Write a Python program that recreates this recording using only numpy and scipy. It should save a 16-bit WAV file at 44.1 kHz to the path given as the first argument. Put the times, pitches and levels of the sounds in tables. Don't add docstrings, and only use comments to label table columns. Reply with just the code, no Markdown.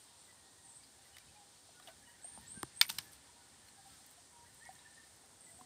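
import sys
import numpy as np
from scipy import signal
from scipy.fft import rfft, irfft
from scipy.io import wavfile
from scipy.ndimage import uniform_filter1d

SR = 44100
rng = np.random.default_rng(int(sys.argv[2]) if len(sys.argv) > 2 else 0)


def volts_from_decibels(level):
    exponent = np.asarray(level, float) / 20
    return 10 ** exponent


def digitize_waveform(pressure):
    field = np.atleast_2d(pressure).T
    bounded = np.clip(field, -1, 1)
    quanta = np.round(bounded * 32767).astype(np.int16)
    wavfile.write(sys.argv[1], SR, quanta)


N = 249165
TIME = np.arange(N) / SR
FREQ = np.maximum(np.fft.rfftfreq(N, 1 / SR), 1)

# (time [s], peak level [dB], cavity pitch [Hz], ring t60 [s], release click level [dB])
MOUTH_POPS = [(0.833, -52.5, 4840, 0.077, -5), (1.054, -56, 1990, 0.051, -7),
              (1.144, -51, 2950, 0.089, -12), (1.1675, -43.5, 1950, 0.025, 1),
              (1.289, -56, 4360, 0.035, -10), (1.798, -47.5, 1200, 0.03, -9), (1.824, -52, 3870, 0.039, 0),
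              (1.873, -47, 737, 0.11, -15), (1.884, -45, 656, 0.088, -2), (2.246, -44.5, 695, 0.047, -15),
              (2.376, -35, 824, 0.009, -24), (3.686, -48.5, 4260, 0.023, -1),
              (4.6905, -37.5, 754, 0.046, -26), (4.79, -49, 3800, 0.033, -17),
              (5.611, -41, 1010, 0.023, -18),
              (0.839, -55, 4300, .04, -6), (1.283, -59, 2560, 0.09, -20), (1.36, -57, 2400, .06, -20),
                (1.205, -59, 2350, 0.09, -20), (1.13, -59, 3000, .05, -20), (1.75, -58, 470, 0.05, -8),
                (1.8, -54, 740, 0.048, -10), (1.69, -51, 670, 0.039, -21), (1.85, -52, 390, 0.039, -16),
                (1.798, -52, 1770, 0.03, -13), (1.799, -51, 3360, .02, -6), (1.874, -48.5, 2930, 0.053, -8),
                (1.875, -49, 3600, 0.034, -6), (2.385, -49, 880, 0.05, -14), (5.235, -57, 763, 0.059, -12),
                (5.612, -51, 250, 0.075, -6)]
# (time [s], peak level [dB], lower edge [Hz], t60 [s])
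THIN_TICKS = [(1.1685, -49, 700, .012), (1.1833, -48, 1200, 0.027), (1.799, -52, 900, .012),
              (1.873, -53, 2500, 0.027), (2.4114, -48, 7050, .01), (2.6307, -24, 3000, 0.0025),
              (2.866, -31, 11000, .006), (2.9857, -30, 3000, 0.015), (2.9268, -37, 11000, .009),
              (2.969, -40.5, 7900, .005), (3.057, -54, 11200, .012), (3.1188, -54, 9000, .012),
              (3.6845, -51, 4000, 0.011), (4.0637, -48, 8000, 0.03), (4.1116, -48, 6900, 0.0087),
              (4.5465, -50, 7000, 0.012), (4.654, -55, 2480, .012), (4.7355, -50, 9100, .01),
              (4.7655, -58, 10000, .01), (5.1617, -53, 8000, 0.0093), (5.26, -54, 4960, .01)]

# (time [s], strength [dB], signed push [ratio])
BLADE_SLIPS = [
    (2.8128, 1.5, 0.98),
    (2.8132, 0, -0.72),
    (2.8140, 1.3, 0.91),
    (2.8155, -17.5, -1.2),
    (2.8163, -1.5, 0.85),
    (2.8177, -20, -0.61),
    (2.9853, -22, 0.8),
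    (2.9868, -35, -1.4),
]
# (pitch [Hz], level [dB], t60 [s])
BLADE_MODES = [(938, -20.5, 0.01), (1334, -15.5, 0.02), (1800, -13, 0.01), (2263, -7, 0.024),
               (2256, -23.5, 0.095), (2510, -32, 0.1), (3000, -10, 0.012), (3610, -5.5, 0.025),
               (4650, 0.5, 0.0074), (5170, -5.5, 0.0088), (6700, -6, 0.0022), (8800, -10, 0.0054),
               (11300, -13.5, 0.013), (12250, -10, 0.0038), (15000, -13, 0.012)]
# (frequency [Hz], density [dB per Hz])
FIBRE_COLOUR = [(180, -42), (600, -11), (1560, -1.5), (2250, -8), (2740, -1), (5700, -2.5), (7080, -10),
                (8940, -1.5), (10600, -15), (13300, -12), (16000, -19.5)]
# (time of peak [s], rms level [dB], rise [s], fall t60 [s], bright share [ratio])
FIBRE_TEARS = [(1.877, -58, 0.03, 0.15, -3.3), (2.8141, -31.5, 0.00049, 0.021, 1.5),
               (2.826, -39.5, 0.0091, 0.096, 0.3), (2.893, -48, 0.003, 0.092, 0.6),
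               (2.901, -40.5, 0.012, 0.037, 0.97), (2.914, -58.5, 0.0065, 0.11, 2.5),
               (2.95, -66, 0.046, 0.52, 2.5), (2.9862, -32.5, 0.00078, 0.035, -0.35),
               (3.003, -51, 0.0067, 0.077, 0), (3.02, -70, .01, 0.27, 2), (3.129, -74, 0.02, 0.23, 4.5)]
# (time [s], peak level [dB], pitch [Hz], t60 [s])
FRUIT_KNOCKS = [(2.3785, -46.5, 193, 0.037), (2.574, -39, 194, 0.027), (2.6309, -31, 1800, 0.0082),
                (2.6317, -17.5, 1140, 0.0053), (2.632, -31, 336, 0.027), (2.634, -42, 840, 0.017),
                (2.633, -42, 136, 0.075), (2.899, -44, 900, .05), (2.91, -52, 950, .04),
                (2.9, -50, 200, .06), (2.985, -43, 1700, .025), (2.987, -52, 150, .08),
                (5.59, -57.5, 743, 0.36)]
# (time [s], peak level [dB],
# pitch [Hz], t60 [s])
TINY_CRACKS = [(2.6306, -14.5, 4840, 0.0011), (2.631, -19.5, 8670, 0.002), (2.6306, -32, 13000, 0.0027),
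               (2.8257, -27, 4800, .008), (2.8282, -37, 2000, .01), (2.8315, -35, 2000, .01),
               (2.835, -40, 2250, 0.021), (2.851, -42, 2100, .012), (2.853, -45, 2000, .01),
               (3.0575, -48, 14300, .005), (2.928, -46, 13000, .008), (3.132, -48, 8640, .015),
               (3.1195, -49, 13000, .005), (2.861, -48, 12000, .005), (2.883, -32, 13500, .005),
               (2.892, -40, 2900, 0.011), (2.894, -38, 4600, .006), (2.8968, -28.5, 2760, 0.0056),
               (2.8987, -26, 12800, .004), (2.901, -29, 5450, 0.0058), (2.9016, -33, 4660, .007),
               (2.902, -26.5, 3690, 0.0095), (2.9113, -42, 3700, 0.0047), (2.916, -43, 8850, 0.0053),
               (2.953, -50, 13500, .005), (2.983, -43, 3900, 0.01), (2.9847, -31, 12100, .007),
               (2.9851, -26, 4120, 0.0068), (2.9862, -33.5, 3860, 0.015), (2.986, -31, 5560, 0.012),
               (3.0005, -45, 5300, .01), (3.035, -52, 12000, .005), (3.046, -49, 13500, .006),
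               (3.081, -56, 13000, .005), (3.127, -49, 10500, .006), (1.1688, -47, 3580, .008),
               (1.8744, -48, 3300, .02), (1.8775, -51, 3480, .015), (1.1692, -50, 5200, .005),
               (1.1847, -48, 3000, .006), (1.1846, -48, 5600, .006), (2.6305, -34, 3170, 0.0038),
               (4.6535, -49, 3400, .005), (4.654, -46, 5700, 0.0056), (4.7535, -48, 6500, .006),
               (4.754, -54, 4300, .008), (4.754, -50, 8400, .006), (.836, -58, 3570, 0.009)]

# (time [s], length [s], start pitch [Hz], level [dB], climb time [s])
PIPED_NOTES = [
    (2.212, 0.155, 7450, -55.5, 0.029),
    (2.455, 0.18, 6900, -53.5, 0.042),
    (2.735, 0.155, 7850, -55, 0.055),
]
# (time [s], length [s], start pitch [Hz], end pitch [Hz], level [dB])
TWITTER_NOTES = [(0.64, 0.035, 8750, 8600, -60), (.675, .03, 8000, 7750, -63),
                 (0.688, 0.03, 8650, 8600, -58), (.71, .025, 7650, 7450, -63), (.74, 0.04, 8750, 7700, -60),
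                 (.765, .02, 8750, 8650, -60), (5.398, 0.025, 8800, 8500, -59),
                 (5.42, .06, 8300, 7550, -64), (5.44, .03, 8500, 8300, -65), (5.5, 0.03, 8450, 8000, -62),
                 (5.53, 0.035, 7900, 8200, -62), (5.565, .03, 8000, 7950, -64)]
PIPE_WOBBLE, TREMBLE_DB = .007, 3.4

# (time [s], length [s], start pitch [Hz], glide [Hz], level [dB])
FOWL_WHISTLES = [(1.86, 0.08, 1473, 34, -72), (2.02, 0.035, 1720, -20, -71), (2.05, 0.045, 2950, -20, -74),
                 (2.09, 0.029, 2980, -10, -74), (2.035, 0.023, 1880, 10, -78), (2.07, 0.045, 1890, 18, -70),
                 (2.13, 0.034, 1900, 0, -75), (2.085, 0.033, 1696, -16, -73), (2.95, 0.053, 1500, 18, -70),
                 (2.185, 0.04, 1530, 40, -70), (2.215, 0.036, 1605, 40, -72), (2.3, 0.08, 1727, 60, -76),
                 (2.41, 0.077, 1850, -65, -68.5), (2.54, 0.068, 1580, -18, -66),
                 (3.33, 0.17, 1500, -55, -76.5), (3.583, 0.17, 1745, 21, -78), (3.72, 0.16, 1622, 19, -79),
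                 (3.861, 0.15, 1640, -80, -78), (3.85, 0.15, 1403, -135, -79),
                 (3.92, 0.093, 1950, -60, -84), (4.44, 0.03, 1620, 50, -72), (4.455, .035, 1900, 100, -73),
                 (4.474, .06, 1780, 100, -77), (.27, 0.054, 1990, -20, -76), (.79, .05, 2250, 60, -80),
                 (4.64, 0.058, 2170, 22, -73), (4.605, 0.049, 1750, 170, -62), (4.65, 0.043, 1890, 40, -64),
                 (4.7, 0.016, 1750, 0, -68), (4.905, .045, 1850, -84, -71),
                 (4.748, 0.025, 1790, -32, -69.5), (4.845, 0.043, 1780, 40, -65.5),
                 (4.962, 0.033, 1800, -6, -64), (4.992, 0.024, 1770, -10, -63.5),
                 (5.02, 0.035, 1790, 0, -69), (5.459, 0.048, 2000, -4, -71)]
# (time [s], length [s], pitch [Hz], level [dB])
DOVE_COOS = [(0.299, 0.54, 1885, -81.5), (0.399, 0.13, 781, -79), (3.35, 0.11, 792, -79),
             (0.614, 0.14, 785, -78), (0.618, 0.16, 938, -74.5), (1.33, 0.14, 823, -69.5),
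             (1.74, 0.061, 1463, -71), (1.81, .05, 1480, -77), (2.052, 0.18, 945, -82),
             (2.274, 0.05, 958, -71.5), (2.332, 0.056, 970, -73), (2.393, 0.056, 945, -73),
             (2.064, 0.032, 964, -75), (3.032, 0.088, 1730, -72.5), (3.28, 0.033, 960, -70.5),
             (3.35, 0.066, 950, -71), (3.767, 0.056, 788, -71.5), (3.839, 0.056, 790, -67),
             (3.985, 0.035, 763, -73.5), (4.17, 0.029, 696, -71), (3.862, 0.082, 275.5, -76),
             (0.028, 0.15, 960, -79), (0.301, .09, 965, -77), (.97, .07, 795, -79), (4.31, 0.17, 955, -69),
             (4.799, 0.04, 968, -73), (4.871, 0.027, 973, -74), (4.642, .04, 938, -69.5),
             (4.73, 0.02, 950, -75), (4.701, 0.027, 757, -65.5), (5.473, 0.12, 680, -74.5)]
# (pitch [Hz], width [octaves], level [dB])
FAR_CHORUS = [(799, 0.024, -83.5), (945, 0.052, -84.5), (1500, 0.085, -86), (1800, 0.074, -82)]

# (time of peak [s], level [dB], spread [s])
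INSECT_SURGES = [
    (0.0, -73, 0.04),
    (.21, -71.5, 0.036),
    (.72, -78, 0.047),
    (1.87, -85, 0.035),
    (3.95, -78.5, 0.12),
    (4.66, -72, 0.074),
    (4.93, -77, 0.027),
    (5.53, -70, 0.063),
]
# (time of peak [s], level [dB], spread [s])
RUSTLES = [(.02, -75, .04), (.27, -75, 0.027), (.57, -83, .02), (.87, -80, .04), (1.07, -73, 0.027),
           (1.185, -81, .025), (1.88, -69, 0.024), (2.0, -78, 0.03), (2.1, -74, 0.027), (2.43, -73, 0.068),
           (3.045, -81, .012), (3.132, -67, 0.011), (3.67, -77, 0.022), (3.93, -72, 0.067),
           (4.07, -87, .015), (4.115, -67, 0.014), (4.55, -77, 0.071), (4.74, -73, 0.035),
           (5.07, -77, .025), (5.165, -76, .015), (5.5, -72, 0.033), (5.6, -74, .025)]
# (time of peak [s], level [dB], spread [s])
WEIGHT_SHIFTS = [(.7, -86, 0.13), (1.3, -66.5, 0.028), (1.95, -73, 0.14), (2.39, -62, 0.066),
                 (2.56, -66, 0.054), (2.7, -68, 0.16), (2.98, -63, 0.071), (3.1, -79, 0.167),
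                 (3.57, -74, 0.05), (3.9, -68.5, 0.11), (4.44, -71, 0.039), (4.67, -74, 0.05),
                 (4.76, -70, 0.05), (5.01, -73, 0.036), (5.63, -71, 0.19)]

# (frequency [Hz], density [dB per Hz])
YARD_AIR = [(15, -70), (25, -55), (53, -3.5), (75, 1), (184, -6.5), (276, -4), (314, -7), (642, -8),
            (785, -6), (1220, -9.5), (1460, -10), (2000, -10), (2600, -18.5), (4400, -120)]
# (frequency [Hz], density [dB per Hz])
LEAF_HISS = [(2000, -12), (2600, -13), (3300, -9), (4300, -7.5), (5500, -9.5), (6600, -10.5), (7500, -10.5),
             (9500, -9), (10200, -15), (11000, -19.5), (11600, -23.5), (13000, -22), (15500, -25.5)]
# (time of peak [s], lift [dB], spread [s])
BREEZE_GUSTS = [
    (1.1, 4.5, 0.13),
    (1.85, 4, 0.033),
    (2.35, 3.5, 0.16),
    (2.95, 5, 0.23),
    (3.8, 2.5, 0.4),
    (4.8, 4, 0.23),
    (5.65, 3, 0.18),
]
# (time of peak [s], lift [dB], spread [s])
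LEAF_STIRS = [
    (.15, 0, 0.11),
    (.6, 0.5, 0.092),
    (2.1, -1.5, 0.2),
    (2.48, 3.5, 0.108),
    (3.3, 0, 0.13),
    (3.93, 4, 0.052),
    (4.3, -2.5, 0.115),
    (5.25, -2, 0.16),
]


def dog_mouth():
    out = np.zeros(N)
    pops = MOUTH_POPS
    for s, db, hz, t60, click_db in pops:
        cavity = ring(hz, t60, push=0.02 * t60, glide=0.024)
        noise = uniform_filter1d(rng.standard_normal(900), size=6)
        add(out, s, volts_from_decibels(db - 3.5) * cavity)
        add(out, s, volts_from_decibels(db + click_db) * click(noise, 0.38 * hz, t60))
    for s, db, low_hz, t60 in THIN_TICKS:
        noise = uniform_filter1d(rng.standard_normal(900), size=2)
        add(out, s, volts_from_decibels(db) * click(noise, low_hz, t60))
    return out


def knife_in_fruit():
    out = np.zeros(N)
    blade = np.zeros(SR // 4)
    for k, (hz, db, t60) in enumerate(BLADE_MODES):
        mode = (-1) ** k * volts_from_decibels(db) * ring(hz, t60, push=.00005)
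        blade[:len(mode)] += mode
    for s, db, sign in BLADE_SLIPS:
        add(out, s, sign * volts_from_decibels(db - 12.0) * blade)

    grains = rfft(rng.standard_normal(N) * volts_from_decibels(2.5 * walk(900))) * volts_from_decibels(shape_db(FIBRE_COLOUR))
    dull = unit(irfft(grains, N))
    bright = unit(irfft(grains * FREQ, N))
    for k, (s, db, rise, t60, share) in enumerate(FIBRE_TEARS):
        fibre = np.roll(dull + np.clip(share, -.5, 9) * bright, 9000 * k)
        growing = np.exp(np.minimum(TIME - s, 0) * 2 / rise)
        dying = 1000 ** (-np.maximum(TIME - s, 0) / t60)
        out += volts_from_decibels(db) * fibre * np.where(TIME < s, growing, dying)

    for s, db, hz, t60 in FRUIT_KNOCKS:
        add(out, s, volts_from_decibels(db) * ring(hz, t60, push=0.00066, glide=-0.024))
    for s, db, hz, t60 in TINY_CRACKS:
        add(out, s, volts_from_decibels(db) * ring(hz, t60, push=0.00015, glide=-0.032))
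    return out


def small_birds():
    out, tremble, wobble = np.zeros(N), walk(300), walk(400)
    attack_s, release_s, fade_db_s = .03, .03, 26
    for s, length, hz, db, climb in PIPED_NOTES:
        since = np.maximum(TIME - s, 0)
        edge = np.clip(np.minimum((TIME - s) / attack_s, (s + length - TIME) / release_s), 0, 1)
        top_hz = 8800 + 5500 * climb
        pitch = top_hz - (top_hz - hz) * np.exp(-since / climb)
        level = volts_from_decibels(db - fade_db_s * since + TREMBLE_DB * tremble)
        out += edge * level * tone(pitch * (1 + PIPE_WOBBLE * wobble))
    for s, length, hz0, hz1, db in TWITTER_NOTES:
        i, n = int(s * SR), int(length * SR)
        pitch = np.linspace(hz0, hz1, n) * (1 + 2 * PIPE_WOBBLE * wobble[i:i + n])
        level = volts_from_decibels(db + TREMBLE_DB * tremble[i:i + n])
        add(out, s, level * np.hanning(n) * tone(pitch))
    return echoes(out, t60=.32, wet_db=3.5)


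def far_fowl():
    out, waver, flutter, rasp = np.zeros(N), walk(40), walk(60), walk(350)
    coos = [(s, length, hz, -0.0089 * hz, db) for s, length, hz, db in DOVE_COOS]
    for s, length, hz0, glide, db in FOWL_WHISTLES + coos:
        i, n = int(s * SR), int(length * SR)
        pitch = np.linspace(hz0, hz0 + glide, n) * (1 + .011 * waver[i:i + n])
        hoarse = .5 if hz0 > 1200 else .35
        level = volts_from_decibels(db + 5.5 + 1.5 * flutter[i:i + n]) * (1 + hoarse * rasp[i:i + n])
        add(out, s, level * np.sqrt(np.hanning(n)) * tone(pitch))
    chorus = np.zeros(N)
    for hz, width, db in FAR_CHORUS:
        level = volts_from_decibels(db + 0.85 * walk(8.4) + breeze_db())
        chorus += level * unit(bell(rng.standard_normal(N), hz, width))
    return echoes(out, t60=.3, wet_db=-8) + chorus


def insects():
    high = unit(bell(rng.standard_normal(N) * volts_from_decibels(1.6 * walk(150)), 8710, 0.075))
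    low = unit(bell(rng.standard_normal(N) * volts_from_decibels(1.8 * walk(150)), 7630, 0.081))
    both = high + volts_from_decibels(-5.5) * low * volts_from_decibels(0.37 * walk(3.63))
    return swells(INSECT_SURGES, rest_db=-70) * both


def rustle():
    strength = volts_from_decibels(1.3 * rng.exponential(size=N))
    grains = rng.standard_normal(N) * strength * (rng.random(N) < .3)
    return swells(RUSTLES, rest_db=-101) * volts_from_decibels(-2.5) * unit(bell(grains, 13000, 0.4))


def shuffle():
    rumble = unit(bell(rng.standard_normal(N), 107, 0.95))
    return swells(WEIGHT_SHIFTS, rest_db=-83) * volts_from_decibels(-4.5) * rumble


def yard():
    colour = YARD_AIR[:-2] + LEAF_HISS[1:]
    noise = rfft(rng.standard_normal(N)) * volts_from_decibels(shape_db(colour))
    out, swell = np.zeros(N), walk(1.0)
    stir_db = sum(db * hump(s, spread) for s, db, spread in LEAF_STIRS)
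    for k in range(10):
        share = np.maximum(0, 1 - abs(np.log2(FREQ / 31.25) - k))
        drift_db = .4 * swell + .7 * walk(3) + .9 * walk(14)
        if k == 6:
            drift_db = drift_db + breeze_db()
        if k == 7:
            drift_db = drift_db + stir_db
        out += irfft(noise * share, N) * volts_from_decibels(drift_db)
    return unit(out) * volts_from_decibels(-63.5)


def breeze_db():
    lift = sum(db * hump(s, spread) for s, db, spread in BREEZE_GUSTS)
    return lift - np.median(lift)


def echoes(x, t60, wet_db):
    t = TIME[:int(t60 * SR)]
    tail = rng.standard_normal(len(t)) * 1000 ** (-t / t60)
    tail = tail / np.sqrt(np.sum(tail ** 2))
    return x + volts_from_decibels(wet_db) * signal.fftconvolve(x, tail)[:N]


def ring(hz, t60, push=.0002, glide=0.):
    t = TIME[:int(t60 * SR) + 64]
    envelope = (1 - np.exp(-t / push)) * 1000 ** (-t / t60)
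    return envelope * np.sin(2 * np.pi * hz * t * (1 + glide * t / t60))


def click(noise, low_hz, t60):
    edge = signal.butter(3, min(low_hz, 15000), "high", fs=SR, output="sos")
    return signal.sosfilt(edge, noise * 1000 ** (-TIME[:len(noise)] / t60))


def tone(pitch):
    return np.sin(2 * np.pi * np.cumsum(pitch) / SR)


def bell(x, hz, octaves):
    return irfft(rfft(x) * np.exp(-.5 * (np.log2(FREQ / hz) / octaves) ** 2), N)


def shape_db(table):
    hz, db = np.transpose(table)
    return np.interp(np.log(FREQ), np.log(hz), db)


def walk(rate):
    k = int(SR / rate)
    held = np.repeat(rng.standard_normal(N // k + 1), k)
    return 1.04 * uniform_filter1d(uniform_filter1d(held, k), k)[:N]


def hump(s, spread):
    return np.exp(-.5 * ((TIME - s) / spread) ** 2)


def swells(table, rest_db):
    return volts_from_decibels(rest_db) + sum(volts_from_decibels(db) * hump(s, spread) for s, db, spread in table)


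def unit(x):
    return x / np.sqrt(np.mean(x ** 2))


def add(out, s, sound):
    i = int(s * SR)
    out[i:i + len(sound)] += sound[:N - i]


def scene():
    near = echoes(dog_mouth() + knife_in_fruit(), t60=.2, wet_db=-30)
    far = small_birds() + far_fowl() + insects() + rustle() + shuffle() + yard()
    below = np.clip((15850 - FREQ) / 350, 0, 1) ** 2
    above = (1 - below) * np.clip((16800 - FREQ) / 600, 0, 1)
    body = irfft(rfft(near + far) * below, N)
    very_top = irfft(rfft(near) * above, N)
    crack = sum(hump(s, spread=.0012) for s in (2.6306, 2.8135, 2.9855))
    return (body + volts_from_decibels(-12) * crack * very_top)[None]


def roll_off(x):
    return signal.sosfilt(signal.butter(12, 16800, fs=SR, output="sos"), x)


def record(dry):
    bass_cut = signal.butter(4, 55, "high", fs=SR, output="sos")
    thin = signal.sosfilt(bass_cut, dry)
    return roll_off(thin)


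dry = scene()
out = record(dry)
digitize_waveform(out)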